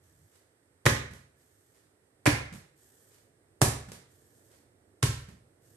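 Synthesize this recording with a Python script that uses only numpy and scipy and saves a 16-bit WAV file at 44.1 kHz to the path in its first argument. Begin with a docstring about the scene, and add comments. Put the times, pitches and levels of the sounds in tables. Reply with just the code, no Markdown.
"""Four wet smacks of dough thrown on a stone countertop ring in a small, hard-walled kitchen.
Each smack is short bursts of contact noise, with damped tones for pops of trapped air and a deep thump of the counter.
Between them hands pat, fold, slide and peel the dough: shaped noise, with a soft thud and a cupped-air tone in each pat.
Reflections follow the blows and pats; a faint room rumble, hiss and high whine lie underneath."""
import sys
import numpy as np
from scipy import signal
from scipy.fft import rfft, irfft
from scipy.io import wavfile
from scipy.ndimage import uniform_filter1d

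SR = 44100
rng = np.random.default_rng(int(sys.argv[2]) if len(sys.argv) > 2 else 0)


def unload_wav(signal):
    """Save mono or channel-first audio to the path in sys.argv[1] as 16-bit WAV at rate SR, clipped to [-1, 1]."""
    wavfile.write(
        sys.argv[1],
        SR,
        np.round(np.clip(np.atleast_2d(signal).T, -1, 1) * 32767).astype(np.int16),
    )


N = 254016
TIME = np.arange(N) / SR
HZ = np.maximum(np.arange(N // 2 + 1) * SR / N, 1)

# left-right correlation of diffuse sound in the room: pitch_hz, likeness (-1 to 1)
LIKENESS = [(100, 1), (280, 1), (500, .5), (1000, 0.055), (3000, -0.49), (12000, -0.19)]
# dough pushed over the floured stone, then peeled off; hiss is relative to the friction noise:
# start_s, peel_s, hiss_db, rumble_db, peel_db
SLIDES = [(-.005, .31, -74.5, -65, -56.5), (1.349, 1.73, -74.5, -81, -57.5), (2.75, 3.104, -68.5, -80, -54),
          (4.069, 4.495, -71.5, -82, -54), (5.60, 5.93, -70.5, -70.5, -59.5)]
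# one row per throw: face_lands_s, edge_lead_s, edge_db, face_db, face_treble_db, spread_db,
# crack_hz, crack_db, settle_s (until the weight bears on the slab), thump_db, knock_db (of the cabinet)
LANDINGS = [(.8617, .0066, -23.5, -15, 6.5, -16.5, 717, -17.5, .0063, -14, -27.5),
            (2.2620, .0057, -25, -13.5, -9, -16, 1060, -6, .0145, -15, -33.5),
            (3.6162, .0045, -36.5, -10, 3, -19.5, 848, -9.5, .0098, -14, -30),
            (5.0279, .0028, -37.5, -16.5, 0, -27.5, 1440, -26, 0.012, -15, -37.5)]


def from_db(db):
    """Logarithmic level: 20 dB is a tenfold amplitude."""
    return 10 ** (np.asarray(db) / 20)


def rms_one(x):
    """Normalization: scale a signal to unit rms."""
    return x / np.sqrt(np.mean(x ** 2) + 1e-20)


def at_hz(points, hz):
    """Interpolation of a spectrum on a logarithmic frequency axis."""
    table = np.array(points)
    return np.interp(np.log(hz), np.log(table[:, 0]), table[:, 1])


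def treble(corner_hz=3300):
    """Shelving response: rises from 0 to 1 around the corner."""
    return 1 - 1 / (1 + (HZ / corner_hz) ** 4)


def hump(centre_hz, octaves):
    """Band-limited spectrum: a bell in dB over log frequency, with a floor of -100 dB."""
    distance = np.log2(HZ / centre_hz) / octaves
    return -10 * np.minimum(distance ** 2 / 2, 10)


def noise(colour_db, alike, size=N):
    """Partially correlated stereo: random-phase mid and side spectra, shaped on HZ, to rms 1."""
    hz = np.arange(size // 2 + 1) * SR / size
    alike = np.interp(hz, HZ, np.clip(alike + 0 * HZ, -1, 1))
    mid, side = np.exp(2j * np.pi * rng.random((2, len(hz))))
    pair = np.sqrt(1 + alike) * mid + np.sqrt(1 - alike) * side * [[1], [-1]]
    colour = from_db(np.interp(hz, HZ, colour_db))
    return rms_one(irfft(pair * colour, size))


def grain(depth_db):
    """Stick-slip roughness: quick random unevenness of a sticky contact, as a gain."""
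    unevenness = uniform_filter1d(rng.standard_normal(N), size=200)
    return from_db(depth_db * rms_one(unevenness))


def splat(decay, colour_db, alike=.1, rise=.00025):
    """Superposed impacts: countless tiny contacts close at once and die out as the skin settles."""
    size = 2 ** int(np.ceil(np.log2(2 * np.pi * decay * SR)))
    t = TIME[:size]
    fade = (1 - np.exp(-t / rise)) * np.exp(-t / decay)
    # the phase keeps the timing, while the colour alone sets the magnitude
    phase = np.angle(rfft(noise(0 * HZ, alike, size) * fade))
    hz = np.arange(size // 2 + 1) * SR / size
    burst = irfft(np.exp(1j * phase) * from_db(np.interp(hz, HZ, colour_db)), size)
    return rms_one(burst * (1 - t / t[-1])) * np.sqrt(np.mean(fade ** 2))


def pop(hz, db, t60):
    """Damped resonance: an air pocket rings and is damped by the dough."""
    t = TIME[:SR // 10]
    return -np.sin(2 * np.pi * hz * t) * from_db(db - 60 * t / t60)


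def push(hz, width):
    """Flexure under a soft mass: a brief swing that swells and dies; returns it and its lead in s."""
    lead = np.pi * width
    t = TIME[:int(2 * lead * SR)] - lead
    return np.cos(2 * np.pi * hz * t) * np.exp(-(t / width) ** 2), lead


def ringing(modes, swell):
    """Modal superposition: one second of decaying modes that take a moment to build up."""
    t = TIME[:SR]
    waves = sum(np.cos(2 * np.pi * hz * t) * from_db(db - 60 * t / t60) for hz, db, t60 in modes)
    return waves * (1 - np.exp(-t / swell))


def skin(treble_db):
    """Soft-contact spectrum: the colour of skin on dough, brighter or duller."""
    # palms on soft dough: pitch_hz, level_db (per Hz)
    palm_colour = [(100, -17), (400, 4), (750, -4.5), (1900, -3), (2800, -10), (6000, -11.5), (8400, -10.5),
                   (10000, -14), (12000, -15.5)]
    return at_hz(palm_colour, HZ) + treble_db * treble()


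def add(track, s, sound):
    """Linear superposition: mix a sound into a track at a time in seconds."""
    start = int(round(s * SR))
    part = sound[..., :max(N - start, 0)]
    track[..., start:start + part.shape[-1]] += part


def pan(x, left_db):
    """Interaural level difference: raise the left over the right by left_db."""
    return x * from_db([[left_db / 2], [-left_db / 2]])


def background(floor_db=-68, rumble_below_hz=770, whine_db=-93):
    """Stationary noise floor: a slowly swelling rumble and steady hiss, with a very faint high whine."""
    # spectrum of the quiet kitchen: pitch_hz, level_db (per Hz)
    floor_colour = [(30, -27), (60, -13), (98, -2), (190, -15), (280, -8.5), (430, -8), (1000, -22),
                    (1900, -19.5), (2600, -29.5), (6800, -31.5), (8600, -20), (9900, -33), (12300, -30.5),
                    (14000, -42.5)]
    # level of the rumble relative to the floor: time_s, level_db
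    rumble_level = [(0, -1.5), (1.6, -1.5), (3, 1), (4.4, 3.5), (5.76, 2.5)]
    whine = np.sqrt(2) * np.sin(2 * np.pi * SR / 4 * TIME)
    floor = from_db(floor_db) * noise(at_hz(floor_colour, HZ), at_hz(LIKENESS, HZ))
    hiss = irfft(rfft(floor) * treble(rumble_below_hz), N)
    rumble = floor - hiss
    swell = from_db(np.interp(TIME, *np.transpose(rumble_level)))
    return rumble * swell + hiss + from_db(whine_db) * whine


def sliding(level_db=2.5, grain_db=1.5):
    """Sliding friction: each push swells, holds and fades, a grainy hiss over a soft rumble of the slab."""
    # friction of dough on floured stone: pitch_hz, level_db (per Hz)
    friction_colour = [(590, -38), (1000, -23), (1790, 1), (2120, -20.5), (3190, -8), (3950, -11.5),
                       (8650, 0.5), (10000, -9.5), (12100, 1), (13000, -14)]
    attack_s, release_s = 0.048, 0.21
    push_hz, push_octaves = 101, .5
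    hiss, rumble = np.zeros((2, N))
    for start, peel, hiss_db, rumble_db, _ in SLIDES:
        onset = np.clip((TIME - start) / attack_s, 0, 1)
        stroke = onset * np.clip(1 - (TIME - peel) / release_s, 0, 1)
        hiss += from_db(hiss_db) * stroke
        # the rumble has faded out by the time the dough lifts
        rumble += from_db(rumble_db) * stroke * np.clip((peel - TIME) / attack_s, 0, 1)
    friction = from_db(level_db) * noise(at_hz(friction_colour, HZ), alike=0.079) * grain(grain_db)
    return hiss * friction + rumble * noise(hump(push_hz, push_octaves), alike=1.0)


def peels(grain_db=3.0):
    """Adhesive release: after a soft fold and a push, the sticky underside lets go of the stone."""
    fold_after_s, fold_db, fold_decay_s, fold_treble_db = 0.04, -71, .035, 7
    peel_rise_s, peel_decay_s, peel_treble_db = 0.044, .044, 5.5
    out = np.zeros((2, N))
    for start, peel, _, _, db in SLIDES:
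        fold = splat(fold_decay_s, skin(fold_treble_db), rise=.005)
        release = splat(peel_decay_s, skin(peel_treble_db), rise=peel_rise_s)
        add(out, start + fold_after_s, from_db(fold_db) * fold)
        add(out, peel, from_db(db) * release)
    return out * grain(grain_db)


def smacks():
    """Staged impact: an edge touches, the whole face slaps down, the ball spreads."""
    # the dough lands in a new shape each time, so the air gap under it colours each throw differently;
    # one list per throw: pitch_hz, level_db (per Hz)
    air_gaps = [
        [(210, -32), (350, -2), (479, -3.5), (637, -12), (968, -12), (1060, -5), (1160, -11), (2050, -6.5),
         (2600, -17), (3060, -14), (4450, -20), (5830, -17), (12500, -25.5), (16200, -57), (22000, -120)],
        [(210, -29.5), (350, 3.5), (406, -12.5), (557, -1.5), (707, -7.5), (912, -4.5), (1250, -9.5),
         (2170, -5), (3300, -14.5), (5920, -14), (7520, -17), (8860, -15.5), (12500, -22.5), (16200, -51.5),
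         (22000, -120)],
        [(210, -36.5), (350, -4.5), (377, 2), (413, -6), (618, -10), (762, -3), (983, -8.5), (1060, -8),
         (1290, -16.5), (1900, -13), (2890, -21), (8600, -15), (12500, -20.5), (16200, -55), (22000, -120)],
        [(210, -31), (350, -3), (445, -3), (697, -18), (821, -8), (885, -20), (1060, 0), (1160, -14.5),
         (1430, -3), (1960, -10), (2800, -10.5), (8600, -11), (12500, -18), (16200, -54), (22000, -120)],
    ]
    edge_decay_per_lead, edge_treble_db = 1.5, 3.5  # a slanted landing rolls on for longer
    face_decay_s = .003
    # the ball flattens and its rim slaps outwards
    spread_after_touch_s, spread_decay_s, spread_treble_db = .01, .0074, -1.5
    out = np.zeros((2, N))
    for (s, lead, edge_db, face_db, treble_db, spread_db, *_), air_gap in zip(LANDINGS, air_gaps):
        colour, touch = at_hz(air_gap, HZ), s - lead
        edge = splat(edge_decay_per_lead * lead, colour + edge_treble_db * treble())
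        face = splat(face_decay_s, colour + treble_db * treble())
        spread = splat(spread_decay_s, colour + spread_treble_db * treble())
        add(out, touch, from_db(edge_db) * edge)
        add(out, s, from_db(face_db) * face)
        add(out, touch + spread_after_touch_s, from_db(spread_db) * spread)
    return out


def pops(count=2):
    """Cavity resonance: trapped air escapes as a crack under the face, small blisters and large pockets."""
    # large pockets that burst out from under the dough: start_s, pitch_hz, peak_db, t60_s
    pockets = [(.8650, 385, -13, .022), (0.8655, 1910, -6, .0105), (2.2744, 293.7, -13, .09),
               (2.2758, 2206, -12.5, .007), (3.6225, 331, -9, .02), (5.0279, 1102, -31, 0.045),
               (5.0347, 356.5, -17, .012)]
    crack_cycles = 6  # t60 of the crack, in cycles
    # small blisters burst at random as the dough spreads
    low_hz, high_hz, blister_t60_s = 1400, 2400, .008
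    blister_db, within_s = 1.0, .012  # dB relative to the spreading
    out = np.zeros(N)
    for s, _, _, _, _, spread_db, crack_hz, crack_db, *_ in LANDINGS:
        add(out, s, pop(crack_hz, crack_db, crack_cycles / crack_hz))
        for when, pitch in rng.random((count, 2)):
            hz = low_hz * (high_hz / low_hz) ** pitch
            add(out, s + when * within_s, pop(hz, spread_db + blister_db, blister_t60_s))
    for s, hz, db, t60 in pockets:
        add(out, s, pop(hz, db, t60))
    return out


def thumps(slab_hz=122, width=.008, boom_db=-2.0, sway_hz=42):
    """Modal excitation: the slab gives, the cabinet knocks; echoes and standing waves follow."""
    # standing waves of the kitchen, set off by the thump: pitch_hz, level_db, t60_s
    room_modes = [(53, -18.5, 0.61), (73.93, -16.5, 0.6), (97.4, -23, .8), (113, -14.5, .5),
                  (134.4, -20.5, .8), (141.4, -22, .5)]
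    # panels of the cabinet under the slab: pitch_hz, level_db, t60_s
    panel_modes = [(202, -7, 0.2), (230, -4, .45), (286.7, -5, .42), (302.4, -7.5, 0.31),
                   (375.7, -4.5, 0.3), (413.6, -13, .36), (436, -11, .35), (485, -11, 0.28),
                   (522, -14, 0.26), (567, -12.5, .35), (917, -10.5, 0.21), (1127, -11.5, 0.35)]
    # the thump comes back from walls and floor: delay_s, level_db
    echoes = [(.054, -15.5), (0.062, -14)]
    swing, lead = push(slab_hz, width)
    boom, knock = ringing(room_modes, swell=0.0029), ringing(panel_modes, swell=0.0016)
    out = np.zeros(N)
    for s, *_, settle, db, knock_db in LANDINGS:
        bears = s + settle
        add(out, bears, from_db(db + boom_db) * boom + from_db(knock_db) * knock)
        add(out, bears - lead, from_db(db) * swing)
        for delay, echo_db in echoes:
            add(out, bears + delay - lead, from_db(db + echo_db) * swing)
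    # slow sway of the slab radiates no sound
    return signal.sosfilt(signal.butter(4, sway_hz, "high", fs=SR, output="sos"), out)


def pats():
    """Damped impact: palms thud softly and squash the ball, cupped fingers slap and grip it."""
    # hands coming down on the dough: palms_s, thud_db, fingers_s, slap_db, grip_db
    catches = [(1.110, -44.5, 1.1352, -46, -56.5), (2.526, -38, 2.5371, -44.5, -52.5),
               (3.886, -41.5, 3.918, -37, -51.5), (5.286, -44.5, 5.16, -50, -52.5)]
    palm_hz, palm_cycles = 175, 0.65  # soft thud through the dough
    palm_skin_db, palm_decay_s, palm_treble_db = -9, 0.016, 0.5  # dB relative to the thud
    slap_decay_s, slap_treble_db = 0.004, 5.5
    cup_hz, cup_db, cup_t60_s = 470, -4, 0.016  # air cupped under the fingers; dB relative to the slap
    grip_after_slap_s, grip_decay_s, grip_treble_db = .012, 0.027, 2.5
    # the ball is squashed on the slab; dB relative to the thud
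    squash_hz, squash_octaves, squash_db, squash_decay_s = 125, 0.71, -0.5, .032
    out = np.zeros((2, N))
    swing, lead = push(palm_hz, palm_cycles / palm_hz)
    for touch, thud_db, slap, slap_db, grip_db in catches:
        palm = splat(palm_decay_s, skin(palm_treble_db))
        fingers = splat(slap_decay_s, skin(slap_treble_db))
        grip = splat(grip_decay_s, skin(grip_treble_db))
        squash = splat(squash_decay_s, hump(squash_hz, squash_octaves), alike=1.0, rise=0.011)
        add(out, touch - lead, from_db(thud_db) * swing)
        add(out, touch, from_db(thud_db + palm_skin_db) * palm)
        add(out, slap, from_db(slap_db) * fingers)
        add(out, slap, pop(cup_hz, slap_db + cup_db, cup_t60_s))
        add(out, slap + grip_after_slap_s, from_db(grip_db) * grip)
        add(out, touch, from_db(thud_db + squash_db) * squash)
    return out


def kitchen(x, build_up=0.0049, first_wall=0.0021):
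    """Diffuse reverberation: dense reflections build up quickly and decay at a rate set by frequency."""
    # reverberation by band: pitch_hz, level_db, t60_s
    bands = [(100, -8.5, 0.45), (260, -7, 0.38), (500, -0.5, 0.44), (1000, -1, 0.48), (2000, 0.5, 0.52),
             (4000, 1.8, 0.45), (7414, 0.5, 0.4), (12500, 1, 0.3)]
    t, hz = TIME[:SR], np.maximum(np.arange(SR // 2 + 1), 1)
    diffuse = rfft(noise(0 * HZ, at_hz(LIKENESS, HZ), size=SR))
    response = np.zeros((2, SR))
    centres = np.log([row[0] for row in bands])
    # each share is 1 at its own band centre and falls to 0 at the neighbours
    for share, (_, db, t60) in zip(np.eye(len(bands)), bands):
        band = irfft(diffuse * np.interp(np.log(hz), centres, share), SR)
        onset = 1 - np.exp(-np.maximum(t - first_wall, 0) / build_up)
        fade = np.exp(-np.log(1000) * t / t60) * onset
        response += from_db(db) * band * fade / np.sqrt(np.sum(fade ** 2))
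    return signal.fftconvolve(x, response, axes=1)[:, :N]


def scene():
    """Direct and reverberant fields: dough and hands, a little to the right, over the room's rumble."""
    wet, air, hands, weight = smacks(), pops(), pats() + peels(), thumps()
    # gains into the reverberation only
    room = kitchen(from_db(-0.26) * wet + from_db(-4.5) * air + hands + from_db(-7.5) * weight)
    near = pan(wet + hands, left_db=-3.0) + pan(air, left_db=-1.5)
    near = near + pan(weight, left_db=-0.08) + pan(sliding(), left_db=-2.5)
    return near + pan(room, left_db=-3.5) + pan(background(), left_db=-5.0)


def record(dry, low_cut_hz=30, cutoff_hz=12700):
    """Band limiting: the microphone drops the deepest bass; the top is cut steeply."""
    heard = signal.sosfilt(signal.butter(2, low_cut_hz, "high", fs=SR, output="sos"), dry)
    return signal.sosfilt(signal.ellip(10, .1, 80, cutoff_hz, fs=SR, output="sos"), heard)


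dry = scene()
out = record(dry)
unload_wav(out)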